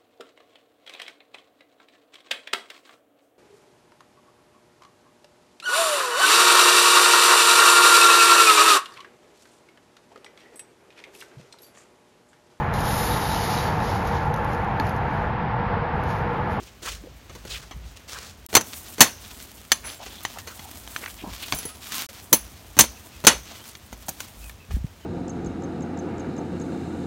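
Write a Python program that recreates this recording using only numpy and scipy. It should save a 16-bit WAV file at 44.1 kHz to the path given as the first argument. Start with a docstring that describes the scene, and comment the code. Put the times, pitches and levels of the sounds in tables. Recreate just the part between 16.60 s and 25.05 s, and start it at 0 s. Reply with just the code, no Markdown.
"""A farrier's hammer drives nails through a steel shoe into a hoof, outdoors, close to the microphone.
Each impact radiates a broadband crack, excites the modes of hoof, shoe and hammer, and overloads the
microphone. Between blows the claw wrings off nail tips while gloves and apron rustle by stick-slip
friction. Before the work begins the horse lips a woollen hat and sniffs it, a sound of turbulent air.
Light wind and a far bird lie behind."""
import sys
import numpy as np
from scipy import signal
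from scipy.fft import rfft, irfft, next_fast_len
from scipy.io import wavfile

SR = 44100
rng = np.random.default_rng(int(sys.argv[2]) if len(sys.argv) > 2 else 0)


def generate_wav(sig):
    """Save sig (samples, or channels by samples) to the path in sys.argv[1] as 16-bit PCM at SR."""
    pcm = np.round(np.clip(np.atleast_2d(sig).T, -1, 1) * 32767).astype(np.int16)
    wavfile.write(sys.argv[1], SR, pcm)


N = 372644
TIME = np.arange(N) / SR
AGE = TIME[:SR]  # the first second of an event

# normal modes of hoof, shoe and hammer head: f/Hz, level/dB, t60/s
HOOF_MODES = [(113.2, -17, 0.12), (225.5, -11.5, 0.14), (324.4, -14, .12), (600, -10, 0.047),
              (886, -13, 0.11), (951, -5.5, 0.055), (1292, -12, 0.025), (2010, -35.5, 0.13),
              (2194, -31, 0.068), (2260, -14.5, .06)]
SHOE_MODES = [(1060, -17.5, 0.12), (2293, -24, 0.14), (3146, -10.5, 0.078), (4480, -19.5, .14),
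              (5300, -22.5, .08), (6180, 1, 0.086), (5810, -7.5, 0.056), (6100, 3, 0.053),
              (6270, -35.5, 0.14), (7300, -19.5, .05), (7360, -4.5, 0.061), (8230, -24, .07),
              (9900, -24, 0.067), (10500, -28.5, .1), (10600, -21, 0.15)]
HAMMER_MODES = [(9650, -12, .11), (10213, 0, .14), (10236, -12, .23), (10900, -12, .13), (12020, -14, .1)]
# spectrum of a hard contact: f/Hz, level/dB
CRACK_SPECTRUM = [(40, -27), (150, -4), (400, -1), (1000, 0.5), (2000, 1.5), (4000, -2), (6400, 0.5),
                  (8300, -9.5), (12000, -5), (16000, -2)]
# steady rustle of the farrier's clothes: t/s, level/dB
RUSTLE_LEVELS = [(1.85, -65), (1.9, -49.5), (3.05, -54.5), (4.9, -52), (5.9, -55), (6.7, -53.5),
                 (7.25, -57), (7.85, -54), (8.0, -63.5), (8.45, -62.5)]


def hammering(hoof_db=-10.5, shoe_db=-11.5, far_db=-38, far_t60=0.56, yard_t60=0.19, sizzle_hz=12500):
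    """Impact excites hoof, shoe and hammer; ground and trailer scatter the sound, far trees return it."""
    # blows and rebounds: t/s, level/dB, crack t60/s, tilt/(dB/octave), then relative to the blow
    # hammer ring/dB, yard/dB, sizzle/dB
    blows = [(1.9516, -2, .052, 0, -28, -39.5, -5.5), (1.9669, -3, 0.042, -2.5, -35, -20.5, -7),
             (2.0103, -23.5, 0.039, 0, -22, -30, -10), (2.4065, 6, 0.07, 0, -20, -15.5, -4.5),
             (5.7285, -1, 0.078, 0.8, -11, -20, 8.5), (6.1894, 0, 0.087, 0, -39, -30, 0),
             (6.2077, -2.5, .043, 4.5, -22.5, -18.5, -40), (6.239, -22.5, 0.066, -3, -28, -25, 5.5),
             (6.6687, 4.5, 0.063, -0.23, -20.5, -12.5, -17)]
    # spectra of the near and the far reflections: f/Hz, level/dB
    yard_spectrum = [(40, -15), (200, 6), (1000, 7.5), (2500, 6), (5000, 0.5), (6400, -0.5), (8300, -10),
                     (12000, -5.5), (16000, -5)]
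    far_spectrum = [(100, 13), (800, 5.5), (2200, 4.5), (4500, 1), (6200, 16.5), (7500, -5), (11000, -7),
                    (16000, -3.5)]
    build_up = 1 - np.exp(-AGE / 0.012)  # reflections take time to gather
    out = np.zeros(N)
    for s, db, t60, tilt_db, hammer_db, yard_db, sizzle_db in blows:
        near, scattered, distant = rng.standard_normal((3, SR))
        hz = freqs(near)
        slope_db = tilt_db * np.log2(np.maximum(hz, 400) / 3000)
        top_db = sizzle_db / (1 + (sizzle_hz / hz) ** 10)  # steel on steel sizzles at the very top
        tone_db = slope_db + top_db + body_db(hz) + comb_db(hz, reflection=0.22)
        crack = colour(near, CRACK_SPECTRUM, tone_db) * decay(t60)
        hoof = undb(hoof_db) * ring(HOOF_MODES, detune=0.011)
        shoe = undb(shoe_db) * ring(SHOE_MODES)
        hammer = undb(hammer_db) * ring(HAMMER_MODES, detune=0.00065)
        yard = undb(yard_db) * colour(scattered, yard_spectrum, tone_db) * decay(yard_t60)
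        far = undb(far_db) * colour(distant, far_spectrum) * decay(far_t60)
        add(out, s, undb(db) * (crack + hoof + shoe + hammer + build_up * (yard + far)))
    return out


def ring(modes, detune=0.0043, spread_db=1.5):
    """Free vibration is a sum of damped modes; grip and contact point vary their pitch and strength."""
    out = np.zeros(SR)
    for (hz, db, t60), (shift, strength, polarity) in zip(modes, rng.standard_normal((len(modes), 3))):
        age = AGE[AGE < 2 * t60]
        amplitude = np.sign(polarity) * undb(db + spread_db * np.tanh(strength) - 60 * age / t60)
        out[:len(age)] += amplitude * np.sin(2 * np.pi * hz * (1 + detune * shift) * age)
    return out


def body_db(hz):
    """Broad resonances of the shod hoof filter each impact."""
    # f/Hz, width/Hz, gain/dB
    resonances = [(3240, 280, 1.5), (4360, 280, 6), (5000, 250, -8), (6200, 210, 9.5), (7010, 500, 6),
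                  (8360, 510, 7.5), (9580, 1100, 7), (12100, 760, 7.5)]
    return sum(db / (1 + (2 * (hz - centre) / width) ** 2) for centre, width, db in resonances)


def comb_db(hz, reflection):
    """Interference with one reflection from a hand or leg combs the spectrum."""
    lag_s = rng.uniform(0.0007, 0.0025)
    return 20 * np.log10(np.abs(1 + reflection * np.exp(2j * np.pi * hz * lag_s)))


def knock(db, low_db, treble_db, t60, tail_db=-27, tail_t60=0.28):
    """A brief contact radiates a noise burst with a faint reverberant tail; hard ones excite the modes."""
    noise = rng.standard_normal(SR)
    hz = freqs(noise)
    shelves_db = low_db / (1 + (hz / 600) ** 2) + treble_db / (1 + (6500 / hz) ** 4)
    shelves_db -= 5 / (1 + (13000 / hz) ** 10)
    contact = colour(noise, CRACK_SPECTRUM, shelves_db + body_db(hz) + comb_db(hz, reflection=0.8))
    envelope = decay(t60) + undb(tail_db) * decay(tail_t60)
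    ring_db = 1.7 * db - 8 - max(low_db, 0)  # a dull contact damps the steel
    ringing = ring(SHOE_MODES) + undb(-7) * ring(HOOF_MODES, detune=0.014) + undb(-12) * ring(HAMMER_MODES)
    return undb(db) * contact * envelope + undb(ring_db) * ringing


def knocks(tap_db=-24.5, tap_low_db=29, thinning=1.9):
    """Light impacts, single or in pairs just before most blows; a harder tap has a less dull spectrum."""
    # tools, hoof and the horse's lips: t/s, level/dB, low shelf/dB, treble shelf/dB, t60/s
    contacts = [(.696, -38, 19, -21, 0.1), (0.751, -35.5, 24.5, -7, 0.082), (.851, -35.5, 27, -5, 0.082),
                (1.111, -35, 11, -24, 0.096), (3.1185, -5, -15, -10, .03), (3.463, -33.5, 15, -14, 0.049),
                (3.634, -34, -10, 22, .037), (3.651, -17, -4, -18, 0.024), (3.786, -30.5, 0, -4, 0.034),
                (3.873, -33, 6, -9, 0.11), (3.994, -33.5, 11, -15, 0.039), (4.276, -32.5, -11, -26, 0.015),
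                (4.3624, -18.5, -30, -51, 0.016), (4.4603, -25.5, -36, -31, 0.0093),
                (4.924, -12, 13.5, -10.5, 0.015), (4.932, -24.5, 22, -11, 0.085),
                (4.947, -26.5, -6, 25, 0.085), (4.987, -25.5, 22, 13, 0.049), (5.053, -28.5, 31, 6, 0.056),
                (5.321, -24, -7, -1, 0.026), (5.392, -27, -2, 15, .03), (7.152, -31, -45, -28, 0.024),
                (7.328, -32, 26, -3, 0.057), (7.484, -23, 28.5, 3, 0.06), (7.491, -19, 11, 17, 0.027),
                (7.604, -23.5, -2, -2, 0.029), (7.896, -38.5, -14, -32, 0.038),
                (8.108, -35.5, 16, -22, 0.072)]
    # pairs of dull taps: t/s, gap/s, second tap above the first/dB
    tap_pairs = [(1.929, 0.011, 3.5), (2.382, 0.013, 0.5), (6.168, 0.01, 0), (6.64, 0.0084, 4.5)]
    out = np.zeros(N)
    for s, db, low_db, treble_db, t60 in contacts:
        add(out, s, knock(db, low_db, treble_db, t60))
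    for s, gap, second_db in tap_pairs:
        for onset, harder_db in [(s, 0), (s + gap, second_db)]:
            low_db = tap_low_db - thinning * harder_db
            add(out, onset, knock(tap_db + harder_db, low_db, treble_db=-4.5, t60=0.06))
    return out


def slides(lead_t60=0.27, head_db=-7):
    """Sliding friction drives the modes of hammer head and shoe; one mode of the head takes the lead."""
    # t/s, length/s, drive level/dB, lead f/Hz, relative shoe level/dB
    strokes = [(3.237, 0.052, -41, 10240, -5.5), (3.281, 0.046, -56, 10800, 7),
               (4.959, 0.044, -36.5, 10800, -7), (5.05, 0.01, -31, 10200, -13)]
    out = np.zeros(N)
    for s, length, db, hz, shoe_db in strokes:
        force = np.sin(np.pi * np.minimum(AGE / length, 1)) * rng.standard_normal(SR)
        lead_mode = np.sin(2 * np.pi * hz * AGE) * decay(lead_t60)
        responses = lead_mode, ring(HAMMER_MODES, spread_db=6), ring(SHOE_MODES)
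        lead, head, shoe = (unit(signal.fftconvolve(force, response)[:SR]) for response in responses)
        add(out, s, undb(db) * np.sqrt(length) * (lead + undb(head_db) * head + undb(shoe_db) * shoe))
    return out


def scrapes(chatter_db=3, glide=0.0385):
    """Stick-slip motion excites a hollow resonance that rises a little as the contact moves."""
    # lips on wool, claw on hoof, nail in horn, hoof on apron: t/s, length/s, f/Hz, width/Hz, level/dB
    contacts = [(0, 0.04, 358, 40, -44), (0.217, 0.044, 423, 200, -41.5), (0.438, .055, 492, 200, -47.5),
                (.898, 0.038, 3800, 1200, -40), (3.221, .1, 1693, 1580, -41.5),
                (3.252, 0.075, 3670, 2600, -44), (3.374, 0.083, 761, 350, -44),
                (3.483, 0.14, 3500, 750, -48), (3.745, 0.071, 950, 595, -47),
                (3.867, .078, 1424, 400, -49.5), (3.963, 0.16, 820, 200, -53.5),
                (4.403, .1, 1895, 1490, -42), (4.409, 0.037, 516, 250, -46),
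                (4.582, 0.055, 2730, 1520, -42), (4.61, 0.11, 266.4, 131, -42.5),
                (4.624, 0.093, 820, 450, -41.5), (4.783, .1, 3240, 1800, -40), (5.721, 0.03, 428, 380, -20),
                (7.059, .069, 8100, 7000, -44.5)]
    out = np.zeros(N)
    for s, length, hz, width_hz, db in contacts:
        strength = undb(db + chatter_db * wander(201)[:SR])
        add(out, s, strength * gliding_band(hz * (1 - glide), hz * (1 + glide), width_hz, length))
    return out


def friction(rustle_hiss_db=-1):
    """Incoherent strokes and steady rustle add in power, giving coarse and fine rubbing envelopes."""
    # glove, apron and claw: t/s, length/s, level/dB, relative hiss/dB
    strokes = [(2.04, .3, -52, 2), (2.6, 0.25, -49.5, -1.5), (3.23, 0.12, -45, -4),
               (3.39, 0.41, -47, -10.5), (3.87, 0.31, -51, -1.5), (4.13, 0.12, -52.5, 0),
               (4.28, .23, -47.5, 0), (4.68, 0.42, -42.5, -10), (4.8, 0.12, -48, 0), (4.92, 0.15, -59, 1),
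               (5.2, 0.3, -43, -5), (5.3, 0.13, -33.5, -5.5), (5.52, 0.079, -46, -7.5),
               (6.831, 0.17, -45, -15), (7.03, 0.066, -48.5, -1), (7.39, 0.18, -54.5, -2),
               (7.582, 0.1, -49.5, -0.5), (7.77, 0.13, -61, 7), (8.1, 0.055, -48.5, -1.5)]
    coarse_power = undb(curve(RUSTLE_LEVELS)) ** 2
    fine_power = coarse_power * undb(rustle_hiss_db) ** 2
    for s, length, db, hiss_db in strokes:
        stroke = undb(db) * swell(s, length, attack_s=0.024, t60=0.13)
        coarse_power += stroke ** 2
        fine_power += (stroke * undb(hiss_db)) ** 2
    return np.sqrt(coarse_power), np.sqrt(fine_power)


def rubbing(coarse, fine, catch_db=1.5, scrape_db=-0.5, hiss_db=2, scuff_db=-3):
    """Asperities of leather, cloth and steel catch and slip: a scrape, a fine hiss and a dull scuff."""
    # f/Hz, level/dB
    friction_spectrum = [(150, -5), (250, 1.5), (528, -10.5), (651, -3.5), (875, -6), (1730, -11.5),
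                         (3400, -8.5), (4820, -11), (10000, -10.5), (10900, -12), (15200, -11),
                         (16000, -12)]
    grains = colour(grainy_noise(), friction_spectrum)[:N]
    scuff = np.sqrt(coarse * undb(curve(RUSTLE_LEVELS)))  # grows half as fast in dB as the scrape
    bands = [((1200, 6500), coarse, scrape_db), ((6500, 16000), fine, hiss_db),
             ((180, 1200), scuff, scuff_db)]
    out = np.zeros(N)
    for edges_hz, envelope, db in bands:
        band = signal.sosfilt(signal.butter(3, edges_hz, "band", fs=SR, output="sos"), grains)
        out += unit(band) * envelope * undb(db + catch_db * wander(60))
    return out


def crackle(effort, count=800, over_db=3, spread_db=3.5, t60_cycles=3.3):
    """Sudden release of wool fibres, grit and stiff leather gives damped ticks that scale with effort."""
    out = np.zeros(N)
    age = AGE[:1024]
    for when, pitch, size in rng.random((count, 3)):
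        hz = 2000 * 2 ** (2.8 * pitch)
        tick = np.sin(2 * np.pi * hz * age) * undb(-60 * age * hz / t60_cycles)
        strength = effort[int(when * N)] * undb(over_db - spread_db * np.log(size + 0.022))
        add(out, when * N / SR, strength * tick)
    return out


def squeaks(effort, count=150, gain_db=-6, low_hz=650, octaves=4, bend_hz=200, length_s=0.063):
    """Periodic stick-slip makes leather and horn sing briefly, louder where the rubbing is hard."""
    out = np.zeros(N)
    age = AGE[AGE < length_s]
    envelope = np.sin(np.pi * age / length_s)
    for when, pitch, size, bend in rng.random((count, 4)):
        hz = low_hz * 2 ** (octaves * pitch) + bend_hz * (2 * bend - 1) * age / length_s
        chirp = envelope * np.sin(2 * np.pi * np.cumsum(hz) / SR)
        add(out, when * N / SR, effort[int(when * N)] * undb(gain_db) * size * chirp)
    return out


def airflow():
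    """Flow envelope at the horse's nostrils: sniffs start quickly, trail off and add in power."""
    # t/s, length/s, level/dB
    breaths = [(-.02, 0.077, -47.5), (0.218, 0.1, -34.5), (0.715, .09, -54), (0.86, .05, -43.5),
               (0.891, 0.033, -34), (0.965, 0.027, -42), (1.23, 0.089, -54.5), (1.353, 0.036, -51.5),
               (1.475, 0.11, -39.5), (1.592, 0.08, -42)]
    flows = (undb(db) * swell(s, length, attack_s=0.013, t60=0.29) for s, length, db in breaths)
    return np.sqrt(sum(flow ** 2 for flow in flows))


def sniffs(flow, flutter_db=1.6, hollow_db=-11, flare_db=4.6):
    """Turbulent air rushes through nostrils and wool; the passages resonate unevenly as they flare."""
    # f/Hz, level/dB
    breath_spectrum = [(150, -28.5), (250, -25), (287, -16), (319, -2), (436, 5.5), (831, -3), (1260, -0.5),
                       (2240, -0.5), (3840, 2.5), (6590, 2.5), (14400, -13), (16000, -4)]
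    air = colour(grainy_noise(), breath_spectrum)[:N]
    for centre_hz, width_hz in [(1350, 700), (2800, 1000), (4600, 2800)]:
        passage = resonate(rng.standard_normal(N), centre_hz, width_hz)
        air += unit(passage) * undb(hollow_db + flare_db * wander(25))
    return unit(air) * flow * undb(flutter_db * wander(90))


def bird(blur_hz=170):
    """Scattering by trees blurs a far bird's thin falling whistles into narrow bands of noise."""
    # t/s, length/s, start f/Hz, end f/Hz, level/dB
    whistles = [(6.344, .06, 2700, 2570, -54), (6.516, 0.065, 2670, 2500, -56),
                (7.81, 0.084, 2680, 2390, -53), (7.989, 0.07, 2650, 2500, -54.5),
                (8.137, 0.039, 1740, 1700, -49), (8.397, 0.077, 3150, 2845, -55)]
    out = np.zeros(N)
    for s, length, start_hz, end_hz, db in whistles:
        add(out, s, undb(db) * gliding_band(start_hz, end_hz, blur_hz, length))
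    return out


def bumps():
    """Soft pushes of air and hand on the microphone set off damped low oscillations."""
    # t/s, f/Hz, level/dB, t60/s
    pushes = [(0.41, 206, -43.5, 0.16), (0.438, 298, -26, 0.025), (1.141, 55.4, -25, 0.15),
              (1.161, 136, -24, 0.041), (1.249, 69, -25.5, 0.11), (4.669, 187, -31, 0.17),
              (8.104, 88, -20, 0.082), (8.139, 55, 0, 0.049), (8.167, 189, -10, 0.019),
              (8.205, 65.4, -17, 0.081), (8.243, 129, -3.5, 0.023)]
    out = np.zeros(N)
    for s, hz, db, t60 in pushes:
        envelope = (1 - np.exp(-AGE * 2 * hz)) * decay(t60)
        add(out, s, undb(db) * envelope * np.sin(2 * np.pi * hz * AGE))
    return out


def outdoors(air_db=-53.5, drone_db=-52, breeze_db=-57, wind_gain_db=-2, buffet_db=2.5):
    """Turbulent wind pressure rumbles on the microphone over the hiss and drone of the countryside."""
    # f/Hz, level/dB
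    air_spectrum = [(40, -35.5), (100, -19), (210, -7), (400, -10), (800, -13), (1500, -16), (3000, -18),
                    (5000, -23), (6400, -22.5), (10500, -38), (14500, -31), (16000, -39)]
    wind_spectrum = [(15, -30.5), (28, -20), (40, -10.5), (54, 8), (75, -8.5), (120, -13.5), (200, -16),
                     (500, -81)]
    drone_spectrum = [(30, -24), (60, -9), (88, -3.5), (130, -14.5), (220, -18.5), (500, -63)]
    # t/s, length/s, level before the wind gain/dB
    gusts = [(-.05, 0.088, -59), (.25, 0.32, -48), (.72, .55, -47), (1.52, 0.22, -49), (4.506, .22, -47),
             (4.91, 0.047, -37), (5.695, 0.069, -40.5), (6.175, 0.054, -37.5), (6.64, 0.13, -41),
             (7.3, 0.17, -51), (7.722, 0.21, -43.5), (8.082, 0.1, -26.5)]
    hiss = colour(long_noise(), air_spectrum)[:N] * undb(air_db + 0.3 * wander(1.1))
    drone = colour(long_noise(), drone_spectrum)[:N] * undb(drone_db)
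    gusting = sum(undb(db) * swell(s, length, attack_s=0.028, t60=0.27) for s, length, db in gusts)
    wind = colour(long_noise(), wind_spectrum)[:N] * (undb(breeze_db) + gusting)
    return hiss + drone + wind * undb(wind_gain_db + buffet_db * wander(8.9))


def gliding_band(start_hz, end_hz, width_hz, length):
    """Random modulation widens a gliding tone into one swell of narrow-band noise."""
    progress = np.minimum(AGE / length, 1)
    lowpass = signal.butter(2, width_hz / 2, fs=SR, output="sos")
    sway = signal.sosfilt(lowpass, rng.standard_normal((2, SR)))
    phase = 2 * np.pi * np.cumsum(start_hz + (end_hz - start_hz) * progress) / SR
    return np.sin(np.pi * progress) * unit(sway[0] * np.cos(phase) + sway[1] * np.sin(phase))


def resonate(x, hz, width_hz):
    """Response of a second-order resonator to x."""
    return signal.lfilter(*signal.iirpeak(hz, hz / width_hz, fs=SR), x)


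def grainy_noise(grain_db=3.5):
    """Impulsive noise: dense tiny clicks of unequal size."""
    noise = long_noise()
    size = np.minimum(rng.exponential(size=len(noise)), 7.5)
    return noise * undb(grain_db * size)


def long_noise():
    """White noise a little longer than the scene."""
    return rng.standard_normal(next_fast_len(N, True))


def colour(x, spectrum, extra_db=0):
    """Filter x by a spectrum of (f/Hz, level/dB) points, to rms 1."""
    hz, db = np.transpose(spectrum)
    gain_db = np.interp(np.log(freqs(x)), np.log(hz), db) + extra_db
    return unit(irfft(rfft(x) * undb(gain_db), len(x)))


def freqs(x):
    """Frequencies of the spectrum of x, at least 1 Hz."""
    return np.maximum(np.fft.rfftfreq(len(x), 1 / SR), 1)


def swell(s, length, attack_s, t60):
    """Linear rise from time s, hold to the end of the length, then exponential decay."""
    age = TIME - s
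    return np.clip(age / attack_s, 0, 1) * undb(-60 * np.clip((age - length) / t60, 0, 2))


def decay(t60):
    """Exponential decay by 60 dB in t60 seconds."""
    return undb(-60 * AGE / t60)


def wander(rate_hz):
    """Random fluctuation, interpolated between rate_hz points a second."""
    points = rng.standard_normal(8192)
    return 1.7 * np.interp(TIME * rate_hz, np.arange(len(points)), points)


def curve(rows):
    """Linear interpolation of (t/s, value) rows."""
    return np.interp(TIME, *np.transpose(rows))


def undb(db):
    """Decibels to amplitude ratio."""
    return 10 ** (np.asarray(db) / 20)


def unit(x):
    """Scale to rms 1."""
    return x / np.sqrt(np.mean(x ** 2))


def add(out, s, x):
    """Superpose x on out from time s."""
    start = max(int(s * SR), 0)
    out[start:start + len(x)] += x[:max(N - start, 0)]


def scene():
    """The pressures of all sources superpose at one microphone."""
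    flow = airflow()
    coarse, fine = friction()
    handling = rubbing(coarse, fine) + crackle(flow + coarse) + squeaks(coarse) + scrapes() + slides()
    return (hammering() + knocks() + handling + sniffs(flow) + bird() + outdoors() + bumps())[None]


def record(dry, dip_hz=10560, dip_depth=0.31, bass_hz=34, top_hz=15950, tick_db=-13.5):
    """A band-limited microphone with a treble dip saturates on the blows; the sound drops out twice."""
    # brief silences: start t/s, end t/s
    dropouts = [(1.864, 1.888), (5.465, 5.489)]
    dipped = dry - dip_depth * resonate(dry, dip_hz, width_hz=480)
    heard = signal.sosfilt(signal.butter(3, bass_hz, "high", fs=SR, output="sos"), dipped)
    for start, end in dropouts:
        heard[:, (TIME > start) & (TIME < end)] = 0
    add(heard[0], dropouts[0][0], undb(tick_db) * np.array([1, -1]))  # the first starts with a tick
    clipped = np.clip(heard, -0.97, 0.97)
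    return signal.sosfiltfilt(signal.ellip(8, 0.1, 45, top_hz, fs=SR, output="sos"), clipped)


dry = scene()
out = record(dry)
generate_wav(out)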